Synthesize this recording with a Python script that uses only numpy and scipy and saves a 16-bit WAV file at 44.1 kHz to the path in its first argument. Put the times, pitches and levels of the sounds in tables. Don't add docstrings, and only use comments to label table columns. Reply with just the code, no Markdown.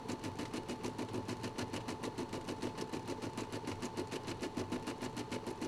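import sys
import numpy as np
from scipy import signal
from scipy.fft import rfft, irfft
from scipy.io import wavfile
from scipy.ndimage import uniform_filter1d

SR = 44100
rng = np.random.default_rng(int(sys.argv[2]) if len(sys.argv) > 2 else 0)


def pcm_store(signal):
    levels = np.round(np.clip(np.atleast_2d(signal), -1, 1) * 32767)
    wavfile.write(sys.argv[1], SR, levels.astype(np.int16).T)


N = 250047
TIME = np.arange(N) / SR
TURN_S, FIRST_STITCH_S = .14937, .0871
STITCH_S = FIRST_STITCH_S + TURN_S * np.arange(int(N / SR / TURN_S) + 1)


def undb(db):
    return 10 ** (np.asarray(db) / 20)


def level(x, db):
    return x * undb(db) / np.sqrt(np.mean(x ** 2))


def add(track, start_s, sound):
    i = int(round(start_s * SR))
    lo, hi = max(i, 0), min(i + len(sound), N)
    if hi > lo:
        track[lo:hi] += sound[lo - i:hi - i]


def colour(x, points, peaks=(), size=8192):
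    f = np.maximum(np.fft.rfftfreq(size, 1 / SR), 1)
    hz, db = np.transpose(points)
    curve = np.interp(np.log(f), np.log(hz), db) - 20 * np.log10(np.maximum(hz[0] / f, 1))
    for centre, width, lift in peaks:
        curve = curve + lift / (1 + (2 * (f - centre) / width) ** 2)
    cepstrum = irfft(np.log(undb(curve)))
    cepstrum[1:size // 2] *= 2
    cepstrum[size // 2 + 1:] = 0
    return signal.fftconvolve(x, irfft(np.exp(rfft(cepstrum))))[:N]


def turning_noise(repeat):
    size = round(TURN_S * SR)
    turn = level(irfft(np.exp(2j * np.pi * rng.random(size // 2 + 1)), size), 0)
    return np.sqrt(repeat) * np.resize(turn, N) + np.sqrt(1 - repeat) * rng.standard_normal(N)


def burst(decay_s, rise_s, size=3000):
    t = np.arange(size) / SR
    return (np.exp(-t / decay_s) * (1 - np.exp(-t / rise_s))) ** 2


def ping(hz, decay_s, rise_s, ring_db, q=9, size=3000):
    contacts = np.sqrt(burst(decay_s, rise_s)) * rng.standard_normal(size)
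    return contacts + undb(ring_db) * signal.lfilter(*signal.iirpeak(hz, q, fs=SR), contacts)


# freq_hz, gain_db
ROOM_EQ = [(10, -24), (23, -1), (38, -12.5), (65, -11), (90, -14), (150, -20.5), (500, -23), (2000, -30.5),
           (8000, -44.5), (16000, -56)]


def room_tone():
    return colour(rng.standard_normal(N), ROOM_EQ)


# freq_hz, gain_db
GEAR_EQ = [(50, -15), (80, -15), (97, -5.5), (125, -5.5), (150, -5), (250, -5), (450, -7), (630, -13.5),
           (780, -13.5), (1000, -10), (1400, -25.5), (4300, -31), (10500, -43.5), (15000, -64)]
# centre_hz, width_hz, gain_db
METAL_RING = [(1176, 45, 3), (1426, 45, 5.5), (1735, 48, 6.5), (2550, 41, 3), (2905, 67, 7), (3960, 390, 3),
              (4280, 71, 6), (6005, 190, 5.5), (7250, 210, 2.5), (9160, 180, 4.5)]
# centre_hz, width_hz, gain_db
CASE_HOLLOW = [(94.3, 11.4, 7), (115.5, 9.4, 10), (255, 21, 3), (402.7, 16, -10), (437, 17, 4.5),
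               (632, 17, -13.5), (680, 39, -9)]


def gear_train(flicker_db=1.1):
    flicker = level(uniform_filter1d(rng.standard_normal(N), size=200), 0)
    grind = turning_noise(repeat=0.3) * undb(flicker_db * flicker)
    return colour(grind, GEAR_EQ, METAL_RING + CASE_HOLLOW)


# pitch_hz, level_db
WHINE_TONES = [(422, -10), (704, -12.5), (784, -15.5), (879, 0), (938, -10), (1004, -17.5), (1775, -25),
               (4360, -20)]


def motor_whine(catch_s=0.0655, dip_s=0.0072, slip_cycles=.25, slip_spread=0.121,
                sway=0.0049, flutter=0.0077):
    turns = (TIME - catch_s) / TURN_S
    catches = np.floor(turns).astype(int) + 1
    from_catch_s = (turns - np.round(turns)) * TURN_S
    duck = 1 - np.exp(-(from_catch_s / dip_s) ** 2)
    shake = uniform_filter1d(uniform_filter1d(rng.standard_normal(N), size=150), size=150)
    speed = 1 + sway * np.sin(2 * np.pi * turns) + flutter * level(shake, 0)
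    shaft_s = np.cumsum(speed) / SR
    whine = np.zeros(N)
    for hz, db in WHINE_TONES:
        slips = slip_cycles + slip_spread * rng.standard_normal(catches[-1] + 1)
        lag = uniform_filter1d(np.cumsum(slips)[catches], size=250)
        whine += undb(db) * np.sin(2 * np.pi * (hz * shaft_s - lag))
    return duck * whine


def rattle(power, eq, repeat):
    return colour(np.sqrt(power) * turning_noise(repeat), eq, METAL_RING)


# freq_hz, gain_db
STEEL_EQ = [(500, -40), (1200, 2.5), (2700, 1), (3400, -3.5), (4500, -1), (7000, -3), (9000, -6.5),
            (11000, -9.5), (13000, -21), (16000, -46)]


def bobbin_ticks(count=110, scatter_db=3):
    power = np.zeros(N)
    for s, size in zip(rng.random(count) * N / SR, np.clip(rng.standard_normal(count), -2, 2)):
        add(power, s, undb(scatter_db * size) ** 2 * burst(decay_s=0.0031, rise_s=0.00026))
    return rattle(power, STEEL_EQ, repeat=0)


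def drive_catch(catch_s=.0588, pitch_hz=425, width_s=0.005):
    t = (TIME - catch_s + TURN_S / 2) % TURN_S - TURN_S / 2
    return np.exp(-(t / width_s) ** 2) * np.sin(2 * np.pi * pitch_hz * t)


# start_s, boost_db
ACCENTS = [(1.133, 1.5), (2.029, 1.5), (4.568, 3.5), (4.718, 1.7)]


def accent_db(start_s):
    return sum(db for heavy_s, db in ACCENTS if abs(heavy_s - start_s) < TURN_S / 2)


# delay_s, level_db
HOOP_ENVELOPE = [(-.012, -22.5), (0, -4.5), (.016, 1.5), (.027, 1), (0.042, -5), (.049, 5.5), (0.057, -9.5),
                 (0.067, -10), (0.086, -32)]
# freq_hz, gain_db
HOOP_EQ = [(50, -28.5), (80, -26), (97, -3), (160, -11), (240, -4.5), (300, 0), (380, 2.5), (480, -8),
           (560, -2), (660, -22), (1000, -8.5), (1500, -56.5)]


def hoop_steps(moves_db):
    drive = np.zeros(N)
    delay, db = np.transpose(HOOP_ENVELOPE)
    move = undb(np.interp(np.arange(delay[0], delay[-1], 1 / SR), delay, db))
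    for s, hoop_db in zip(STITCH_S, moves_db):
        add(drive, s + delay[0], undb(hoop_db) * move)
    return colour(drive * turning_noise(repeat=0.21), HOOP_EQ, CASE_HOLLOW)


# delay_s, rattle_db, click_db, decay_s
LOOSE_JOINTS = [(-.009, -7.5, -17.5, 0.0059), (-.002, -11, -15, .005), (.0005, 2, 3, 0.005),
                (.006, 1, -3, 0.0065), (.0095, 1.5, 4.5, 0.0071), (0.0126, -2.5, -5, 0.012),
                (.022, -6, 0, 0.013), (0.033, -4.5, -7, 0.0081), (0.042, 1.5, -8.5, 0.0059),
                (0.061, -24, -4, 0.0014), (.068, -7.5, -28, 0.0036), (.076, -32, -22, 0.0025),
                (.099, -37, -12, 0.0017), (0.124, -8, -36, 0.0071)]
# time_s, level_db
CLATTER_RIDE = [(.1, 2), (.5, 3.3), (.9, -0.7), (1.6, 4), (2.4, 0.5), (3.4, 1.4), (4.8, 3), (5.6, 0.5)]
# freq_hz, gain_db
PLASTIC_EQ = [(200, -21), (400, 2), (700, -3), (1050, 2), (1400, -5.5), (2000, -3), (2800, -2.5),
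              (3300, -11), (4300, -7), (5200, -10.5), (7000, -25), (10500, -41), (13000, -74), (16000, -75)]


def linkage_clatter(scatter_db=2.86, jitter_s=0.00024, steel_db=-3):
    plastic, steel = np.zeros(N), np.zeros(N)
    for s, ride_db in zip(STITCH_S, np.interp(STITCH_S, *np.transpose(CLATTER_RIDE))):
        for delay, rattle_db, click_db, decay_s in LOOSE_JOINTS:
            size, late = rng.standard_normal(2)
            start_s, db = s + delay + jitter_s * late, ride_db + scatter_db * size
            add(plastic, start_s, undb(db + rattle_db) ** 2 * burst(decay_s, rise_s=0.0029))
            add(steel, start_s, undb(db + click_db) ** 2 * burst(decay_s, rise_s=0.00095))
    case_rattle = level(rattle(plastic, PLASTIC_EQ, repeat=0.14), 0)
    return case_rattle + level(rattle(steel, STEEL_EQ, repeat=0.21), steel_db)


# delay_s, level_db
FOOT_HITS = [(.0008, 2), (0.0448, -4)]
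# freq_hz, gain_db
FOOT_EQ = [(2000, -26), (7000, -5), (10500, 2), (12400, -6), (14200, -10), (16000, -26)]


def foot_ticks(scatter_db=2, decay_s=0.0032, rise_s=.0013):
    power = np.zeros(N)
    for s in STITCH_S:
        for (delay, db), size in zip(FOOT_HITS, rng.standard_normal(len(FOOT_HITS))):
            add(power, s + delay, undb(db + scatter_db * size) ** 2 * burst(decay_s, rise_s))
    return rattle(power, FOOT_EQ, repeat=.2)


# delay_s, level_db, contact_s
BLOWS = [(.0022, -9.5, 0.0011), (.0058, -1.5, 0.00091), (0.0101, -3, 0.00071), (0.0237, -9, 0.002),
         (0.043, -6.5, .001), (.0510, -13.5, 0.00058)]
# pitch_hz, level_db, t60_s
BODY_MODES = [(100, -4.5, 0.52), (122.6, -21, 0.47), (202, -5.5, 0.092), (247.8, 1, 0.13),
              (282, -3.5, 0.066), (319, 8, 0.074), (357.3, 1.5, 0.26), (442, -8, 0.082), (446, -18, 0.19),
              (550, 1, 0.022), (649.3, -2.5, 0.13), (718, -7, 0.12), (770, -10, 0.017), (920, 4, 0.014),
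              (1095, -13, 0.029)]


def needle_knocks(scatter_db=0.4, stitch_scatter_db=1.3, jitter_s=0.0001, rise_s=0.00039, low_cut_hz=85):
    force, t = np.zeros(N), np.arange(SR // 3) / SR
    for s in STITCH_S:
        stitch_db = accent_db(s) + stitch_scatter_db * rng.standard_normal()
        for delay, db, contact_s in BLOWS:
            size, late = rng.standard_normal(2)
            push = np.sin(np.pi * np.minimum(t[:SR // 100] / contact_s, 1)) ** 2 / contact_s
            add(force, s + delay + jitter_s * late, undb(stitch_db + db + scatter_db * size) * push)
    ring = sum(undb(db) * np.exp(-np.log(1000) * t / t60) * np.sin(2 * np.pi * hz * t)
               for hz, db, t60 in BODY_MODES)
    ring *= 1 - np.exp(-t / rise_s)
    ring = signal.sosfilt(signal.butter(4, low_cut_hz, "high", fs=SR, output="sos"), ring)
    return signal.fftconvolve(force, ring)[:N]


# delay_s, pitch_hz, level_db
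STEPPER_GLIDE = [(.010, 329.7, -33), (0.019, 336, -2), (0.03, 239.8, 0), (.038, 280.6, -4),
                 (.047, 386.4, -1), (0.054, 526, -3), (0.064, 563, -44)]


def stepper_tone(moves_db, speed_spread=0.0822):
    tone = np.zeros(N)
    delay, hz, db = np.transpose(STEPPER_GLIDE)
    t = np.arange(delay[0], delay[-1], 1 / SR)
    steps = np.cumsum(np.interp(t, delay, hz)) / SR
    envelope = undb(np.interp(t, delay, db))
    for s, hoop_db in zip(STITCH_S, moves_db):
        speed = 1 + speed_spread * rng.standard_normal()
        add(tone, s + delay[0], undb(hoop_db) * envelope * np.sin(2 * np.pi * steps * speed))
    return tone


# start_s, level_db, pitch_hz
SNAP_ACCENTS = [(.116, 8, 6700), (0.567, 5.5, 6620), (.860, 8.5, 5900), (1.609, 3.5, 4010),
                (1.761, 11.5, 2930), (2.810, 11, 5500), (3.404, 6, 7230), (3.852, 8.5, 6900),
                (3.994, 7, 4280), (4.157, 9, 2940), (4.3, 4, 7450), (4.898, 8, 2880), (5.047, 6, 7060)]


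def thread_snaps(delay_s=0.029, jitter_s=.005, scatter_db=4.0, ring_hz=3900, spread_octaves=0.72):
    hits = np.zeros(N)
    for s in STITCH_S:
        late, size, pitch = np.clip(rng.standard_normal(3), -2, 2)
        usual = (s + delay_s + jitter_s * late, scatter_db * size, ring_hz * 2 ** (spread_octaves * pitch))
        start_s, db, hz = next((snap for snap in SNAP_ACCENTS if s < snap[0] < s + TURN_S), usual)
        add(hits, start_s, undb(db) * ping(hz, decay_s=0.007, rise_s=0.0016, ring_db=5))
    return colour(hits, STEEL_EQ)


# start_s, level_db, pitch_hz
LOUD_FLICKS = [(0.452, -6, 4220), (2.6205, -4, 4290), (3.219, -8, 4400), (4.113, -9, 3090)]


def stray_clicks(faint_count=12, faint_db=-12, scatter_db=1.5, ring_hz=3400, spread_octaves=.35):
    hits, flicks = np.zeros(N), list(LOUD_FLICKS)
    for s in rng.random(faint_count) * N / SR:
        size, pitch = np.clip(rng.standard_normal(2), -2, 2)
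        flicks.append((s, faint_db + scatter_db * size, ring_hz * 2 ** (spread_octaves * pitch)))
    for s, db, hz in flicks:
        add(hits, s, undb(db) * ping(hz, decay_s=0.012, rise_s=0.001, ring_db=1))
    eq = [(400, -22), (900, 3), (2500, -5.0), (4500, -6.5), (8000, -13.5), (12000, -27), (16000, -42)]
    return colour(hits, eq)


def studio(x, t60_s=0.25, wet_db=-18, predelay_s=.004):
    t = np.arange(SR // 2) / SR
    tail = rng.standard_normal(len(t)) * np.exp(-np.log(1000) * t / t60_s) * (t > predelay_s)
    echo = signal.fftconvolve(x, tail / np.sqrt(np.sum(tail ** 2)))[:N]
    return x + undb(wet_db) * colour(echo, [(80, -5), (1000, -1), (4000, -3), (12000, -28)])


def scene(move_scatter_db=.5):
    moves_db = [accent_db(s) + move_scatter_db * rng.standard_normal() for s in STITCH_S]
    thuds = level(needle_knocks(), -48.0) + level(hoop_steps(moves_db), -48.0)
    thuds += level(stepper_tone(moves_db), -51.0)
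    clicks = level(linkage_clatter(), -52.5) + level(thread_snaps(), -62.5)
    clicks += level(stray_clicks(), -66.0) + level(bobbin_ticks(), -69.5) + level(foot_ticks(), -72.5)
    drive = level(motor_whine(), -53.5) + level(drive_catch(), -63.0) + level(gear_train(), -49.0)
    return (studio(thuds + clicks) + drive + level(room_tone(), -60.0))[None]


def record(dry, top_hz=16800):
    return signal.sosfilt(signal.ellip(8, .2, 70, top_hz, fs=SR, output="sos"), dry)


dry = scene()
out = record(dry)
pcm_store(out)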